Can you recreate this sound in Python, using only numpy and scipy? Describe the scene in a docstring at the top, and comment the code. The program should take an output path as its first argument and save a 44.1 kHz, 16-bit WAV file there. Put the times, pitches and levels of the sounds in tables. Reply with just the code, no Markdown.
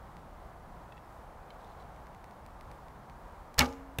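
"""A bow is shot in a quiet pine forest, over a distant rumble; faint ticks come while the archer aims.
The release excites the bow impulsively: fittings clack, the limbs thump, the string twangs and slaps
its stop, and loose parts rattle, all dying away as damped free vibrations. A moment later the arrow
knocks into its mark. The trunks scatter the near sounds into a thin reverberation."""
import sys
import numpy as np
from scipy import signal
from scipy.fft import rfft, irfft, next_fast_len
from scipy.io import wavfile
from scipy.ndimage import map_coordinates

SR = 44100
rng = np.random.default_rng(int(sys.argv[2]) if len(sys.argv) > 2 else 0)


def master_out(mix):
    """Clip the mix to full scale and print it as 16-bit PCM to the path in sys.argv[1]."""
    frames = np.transpose(np.atleast_2d(mix))
    ceiling = np.clip(frames, -1, 1)
    pcm = np.round(ceiling * 32767).astype(np.int16)
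    wavfile.write(sys.argv[1], SR, pcm)


N = 176400
T = np.arange(SR) / SR  # time since an event, t/s


def amp(db):
    """Amplitude ratio of a level in decibels."""
    return 10 ** (np.asarray(db) / 20)


def unit(x):
    """Normalisation to rms 1."""
    return x / np.sqrt(np.mean(x ** 2) + 1e-20)


def along(points, hz):
    """Interpolation of (f/Hz, value) points on a logarithmic frequency axis."""
    f, v = np.transpose(points)
    return np.interp(np.log(hz + 1), np.log(f + 1), v)


def filtered(x, response):
    """Linear filtering: the spectrum is multiplied by a frequency response."""
    m = next_fast_len(len(x) + SR // 2)
    return irfft(rfft(x, m) * response(np.fft.rfftfreq(m, 1 / SR)), m)[:len(x)]


def noise(colour, size=SR):
    """Spectral shaping of white noise, at rms 1."""
    return unit(filtered(rng.standard_normal(size), lambda hz: amp(along(colour, hz))))


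def wobble(knots_per_s):
    """Random modulation: a spline through Gaussian values."""
    knots = rng.standard_normal(int(N * knots_per_s / SR) + 4)
    return map_coordinates(knots, [np.arange(N) * knots_per_s / SR])


def swell(s, width_s, db):
    """Gaussian envelope, peaking at time s and down to 1/e at width_s either side."""
    return amp(db) * np.exp(-((np.arange(N) / SR - s) / width_s) ** 2)


def add(track, s, sound):
    """Superposition of a sound on the track from time s."""
    room = track[round(s * SR):][:len(sound)]
    room += sound[:len(room)]


def burst(x, t60):
    """Exponential decay of noise, scaled to the energy of its envelope."""
    fade = amp(-60 * T / t60)
    return unit(x * fade) * np.sqrt(np.mean(fade ** 2))


def ring(modes, attack_s, pitch=1):
    """Free vibration: a sum of damped modes with a soft onset."""
    partials = sum(amp(db - 60 * T / t60) * np.sin(2 * np.pi * hz * pitch * T) for hz, db, t60 in modes)
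    return (1 - np.exp(-T / attack_s)) * partials


def damped(x, t60s, hold_s=0):
    """Frequency-dependent damping: after the hold, each band decays at its own rate."""
    hz, t, spectra = signal.stft(x, SR, nperseg=256)
    decay = amp(-60 * np.maximum(t - hold_s, 0) / along(t60s, hz)[:, None])
    return signal.istft(spectra * decay, SR, nperseg=256)[1][:len(x)]


def rumble():
    """Distant rumble and forest air: broadband noise under slight amplitude modulation."""
    air_spectrum = [(12, -25), (25, -1), (50, 1), (90, -6.5), (160, -9), (260, -14), (420, -15.5),
                    (740, -10), (1000, -11), (1500, -20), (2600, -33.5), (6000, -42), (15500, -46)]  # f/Hz, spectral level/dB
    return noise(air_spectrum, N) * amp(-50 + 0.45 * wobble(knots_per_s=8.84))


def drone():
    """Narrow-band noise gives a low, vague pitch that comes and goes."""
    spectrum = [(90, -35), (140, -11), (170, 3), (215, -8), (320, -17), (500, -40), (2000, -80)]  # f/Hz, level/dB
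    swells = [(.2, .15, -57.5), (.8, 0.1, -61)]  # t/s, half-width/s, level/dB
    return noise(spectrum, N) * sum(swell(*row) for row in swells)


def ticks():
    """Dry ticks near the archer: each is a filter's response to an impulse with a trace of grit."""
    onsets = [(0.1681, -45.5), (1.9624, -52), (2.069, -49), (2.1475, -51), (2.2423, -45.5), (2.310, -51),
              (2.4628, -46.5), (2.610, -44), (2.7146, -45.5), (2.8832, -49.5), (3.0976, -45.5),
              (3.5426, -44.5)]  # t/s, level/dB
    spectrum = [(800, -21), (2100, 8.5), (2900, -4.5), (4400, -3.5), (8000, -11), (15000, -17.5)]  # f/Hz, level/dB
    out = np.zeros(N)
    for s, db in onsets:
        grit = burst(rng.standard_normal(SR), t60=0.0051)
        impulse = np.linalg.norm(grit) * (T == 0)
        push = np.roll(0.5 * grit + impulse, 32)  # room for the filter's spread ahead of the peak
        tick = unit(filtered(push, lambda hz: amp(along(spectrum, hz))))
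        add(out, s, amp(db) * np.std(grit) * tick)
    return out


def trees(x, paths=6, step_s=0.003):
    """Scattering by trunks: successive instants take different paths, so the echo does not ring."""
    echo_spectrum = [(200, -1.5), (1300, -2.5), (4200, -3), (7000, 3), (13000, 1)]  # f/Hz, level/dB
    reverberation_times = [(200, 0.45), (1500, 0.82), (5000, .42), (14000, 0.48)]  # f/Hz, T60/s
    out = np.zeros(N)
    turn = np.arange(N) / (SR * paths * step_s)
    build_up = 1 - np.exp(-T / 0.015)
    for k in range(paths):
        share = np.maximum(0, 1 - paths * np.abs((turn + k / paths) % 1 - 0.5))
        incident = x * np.sin(share * np.pi / 2)  # equal-power crossfade
        tail = damped(noise(echo_spectrum), reverberation_times) * build_up
        out += signal.fftconvolve(incident, tail / np.linalg.norm(tail))[:N]
    return out


def rush():
    """A far-off rush: mid-band noise under a slow envelope."""
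    spectrum = [(100, -27), (300, -17), (480, -4.5), (600, -4), (770, 3), (1000, -9), (1250, -9),
                (2000, -22), (5000, -41), (14000, -46)]  # f/Hz, level/dB
    return noise(spectrum, N) * swell(s=1.7, width_s=0.54, db=-56)


def twigs():
    """Duller clicks further off: a noise transient and the damped modes of wood."""
    clicks = [(.9225, -50.5, 1, -5), (.970, -57, 1, -4), (.978, -55, 1.02, -7), (1.5043, -51, 1.19, -2.5)]  # t/s, level/dB, frequency ratio, relative crack level/dB
    wood_modes = [(1870, 1.5, 0.026), (2620, 1, 0.03), (3370, -3, 0.023)]  # f/Hz, level/dB, T60/s
    crack_spectrum = [(1200, -8), (2000, 1), (4400, -2), (5200, -10), (10000, -25)]  # f/Hz, level/dB
    out = np.zeros(N)
    for s, db, pitch, crack_db in clicks:
        crack = amp(crack_db) * burst(noise(crack_spectrum), t60=0.022)
        add(out, s, amp(db) * (ring(wood_modes, attack_s=0.00045, pitch=pitch) + crack))
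    return out


def brushing():
    """A faint airy brushing: high-pass noise under one envelope."""
    spectrum = [(2000, -20), (5000, 0), (14000, -3)]  # f/Hz, level/dB
    return noise(spectrum, N) * swell(s=1.15, width_s=0.14, db=-76)


def rustles():
    """Soft rustles: rapid amplitude modulation roughens short swells of treble noise."""
    spectrum = [(2000, -24), (3200, -5), (4000, 0), (5000, -11), (14000, -22)]  # f/Hz, level/dB
    swells = [(1.625, 0.038, -70.5), (1.70, 0.03, -72), (1.805, .04, -72.5)]  # t/s, half-width/s, level/dB
    envelope = sum(swell(*row) for row in swells)
    return noise(spectrum, N) * envelope * amp(3.5 * wobble(knots_per_s=150))


def shudder(rise_s=0.026):
    """Modal overlap: the dense vibration of the whole bow is heard as decaying noise."""
    spectrum = [(30, -20.5), (70, 1), (180, -5), (330, -5), (450, -3.5), (800, -4.5), (1300, -3),
                (2600, -7.5), (4000, -16), (8000, -24.5), (15000, -35)]  # f/Hz, spectral level/dB
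    decay_times = [(200, 0.23), (800, 0.27), (2500, 0.11), (6000, 0.16), (12000, 0.12)]  # f/Hz, T60/s
    out = np.zeros(N)
    rise = np.minimum(T / rise_s, 1) ** 0.53
    add(out, 3.579, amp(-25.5) * rise * damped(noise(spectrum), decay_times, hold_s=rise_s))
    return out


def contact(resonances, t60, tilt_db, pitch=1, grit=0.5):
    """Impact excitation: an impulse and a scrape drive resonators, tilted by tilt_db per octave."""
    def body(f):
        tilt = amp(tilt_db * np.log2(np.maximum(f, 1000) / 5000))
        return tilt * sum((-1) ** k * amp(db) * 1j * f * width / (f0 * f0 - f * f + 1j * f * width)
                          for k, (f0, width, db) in enumerate(resonances))

    scrape = burst(rng.standard_normal(SR), t60)
    push = grit * scrape + np.linalg.norm(scrape) * (T == 0)
    return unit(filtered(push, lambda f: body(f / pitch))) * np.std(scrape)


def clacks():
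    """Hard impacts of release, string and arrow excite the resonances of the fittings."""
    impacts = [(3.5812, -30.5, .005, 7), (3.5848, -25, .018, -5.5), (3.5913, -9.5, 0.0061, 2.5),
               (3.593, -9.5, 0.006, -1.5), (3.5948, -18, .005, -3.5), (3.6028, -32, .02, 1.5),
               (3.6086, -31.5, .025, -4)]  # t/s, level/dB, T60/s, tilt/(dB per octave)
    fitting_resonances = [(1300, 210, -10), (1805, 260, -5), (2350, 280, -3), (2900, 350, -4),
                          (3580, 170, 1), (4250, 220, 5), (5130, 420, 3.5), (5840, 500, -3.5),
                          (6430, 250, -3.5), (7130, 380, -3), (8400, 1400, -9), (13100, 3500, -13)]  # f/Hz, bandwidth/Hz, level/dB
    out = np.zeros(N)
    for s, db, t60, tilt_db in impacts:
        add(out, s, amp(db) * contact(fitting_resonances, t60, tilt_db))
    return out


def limbs(kick_s=3.5885):
    """The limbs pull on the air, sending a rarefaction ahead of the thump of their damped modes."""
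    limb_modes = [(72.2, -24.5, 0.28), (144, -26, 0.14), (586, -32.5, .16), (873, -38.5, .17),
                  (1320, -25.5, 0.09), (1754, -28, .1)]  # f/Hz, level/dB, T60/s
    out = -swell(s=kick_s - 0.0035, width_s=0.004, db=-29)
    add(out, kick_s, ring(limb_modes, attack_s=0.0046))
    return out


def bowstring(twang_s=3.604, stop_s=3.6075):
    """The string twangs in free vibration; its impact on the stop adds a slap and a short ring."""
    string_modes = [(249, -20, 0.22), (271.3, -40.5, 1.3), (464, -36.5, 0.62), (519, -35.5, .3),
                    (557, -41, 0.51), (845, -41.5, 0.68), (1210, -41.5, 0.45)]  # f/Hz, level/dB, T60/s
    stop_modes = [(816, -25, 0.19), (1175, -32.5, 0.19), (1264, -30, .14), (1530, -31, 0.12),
                  (2224, -34, 0.15), (2700, -33.5, .1)]  # f/Hz, level/dB, T60/s
    slap_resonances = [(1820, 90, -10), (2265, 150, 0), (2430, 120, -12), (2720, 110, -3)]  # f/Hz, bandwidth/Hz, level/dB
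    out = np.zeros(N)
    add(out, twang_s, ring(string_modes, attack_s=0.011))
    add(out, stop_s, ring(stop_modes, attack_s=0.001))
    add(out, stop_s, amp(-19.5) * contact(slap_resonances, t60=0.039, tilt_db=-0.5, grit=1.8))
    return out


def rattle():
    """Repeated, weakening impacts excite the resonances of loose parts."""
    impacts = [(3.6203, -32, 1.1), (3.6265, -36, .76), (3.6325, -45, 1.05), (3.6395, -44, .9),
               (3.6455, -38.5, .96), (3.654, -42, .8), (3.6588, -38.5, 1), (3.661, -41, 0.98),
               (3.690, -51, 1), (3.7265, -49, 1.08), (3.735, -53, 1.06)]  # t/s, level/dB, frequency ratio
    part_resonances = [(3200, 1200, -4), (5020, 300, 0.5), (5720, 350, 0.5), (6450, 600, -3),
                       (10000, 4000, -13)]  # f/Hz, bandwidth/Hz, level/dB
    out = np.zeros(N)
    for s, db, pitch in impacts:
        add(out, s, amp(db) * contact(part_resonances, t60=0.012, tilt_db=-5, pitch=pitch))
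    return out


def arrow(strike_s=3.986):
    """Inelastic impact: the point touches, then breaks through with a crunch and a low modal knock."""
    crunch_spectrum = [(200, 6.5), (1300, -5), (2200, 4.5), (3600, -1), (4800, -13), (7000, -13),
                       (15000, -14)]  # f/Hz, level/dB
    knock_modes = [(105.6, -24, 0.056), (251, -30.5, 0.046), (604, -38.5, 0.055)]  # f/Hz, level/dB, T60/s
    breakthrough = swell(s=strike_s + 0.0028, width_s=0.0016, db=-30)
    out = noise(crunch_spectrum, N) * breakthrough
    crunch = amp(-29.5) * burst(noise(crunch_spectrum), t60=0.034)
    touch = amp(-29) * burst(rng.standard_normal(SR), t60=0.0073)
    add(out, strike_s, touch + crunch + ring(knock_modes, attack_s=0.0021))
    return out


def scene():
    """Superposition of the direct sound, its scattered field and the forest's background."""
    bow = clacks() + rattle() + limbs() + bowstring() + shudder()
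    direct = bow + arrow() + ticks() + twigs()
    scattered = amp(-26) * trees(direct)
    background = rumble() + rush() + rustles() + brushing() + drone()
    return (direct + scattered + background)[None]


def record(dry, cutoff_hz=15800, edge_hz=120):
    """Band limiting: a steep low-pass removes the highest treble."""
    return np.array([filtered(x, lambda hz: (1 - np.tanh((hz - cutoff_hz) / edge_hz)) / 2) for x in dry])


dry = scene()
out = record(dry)
master_out(out)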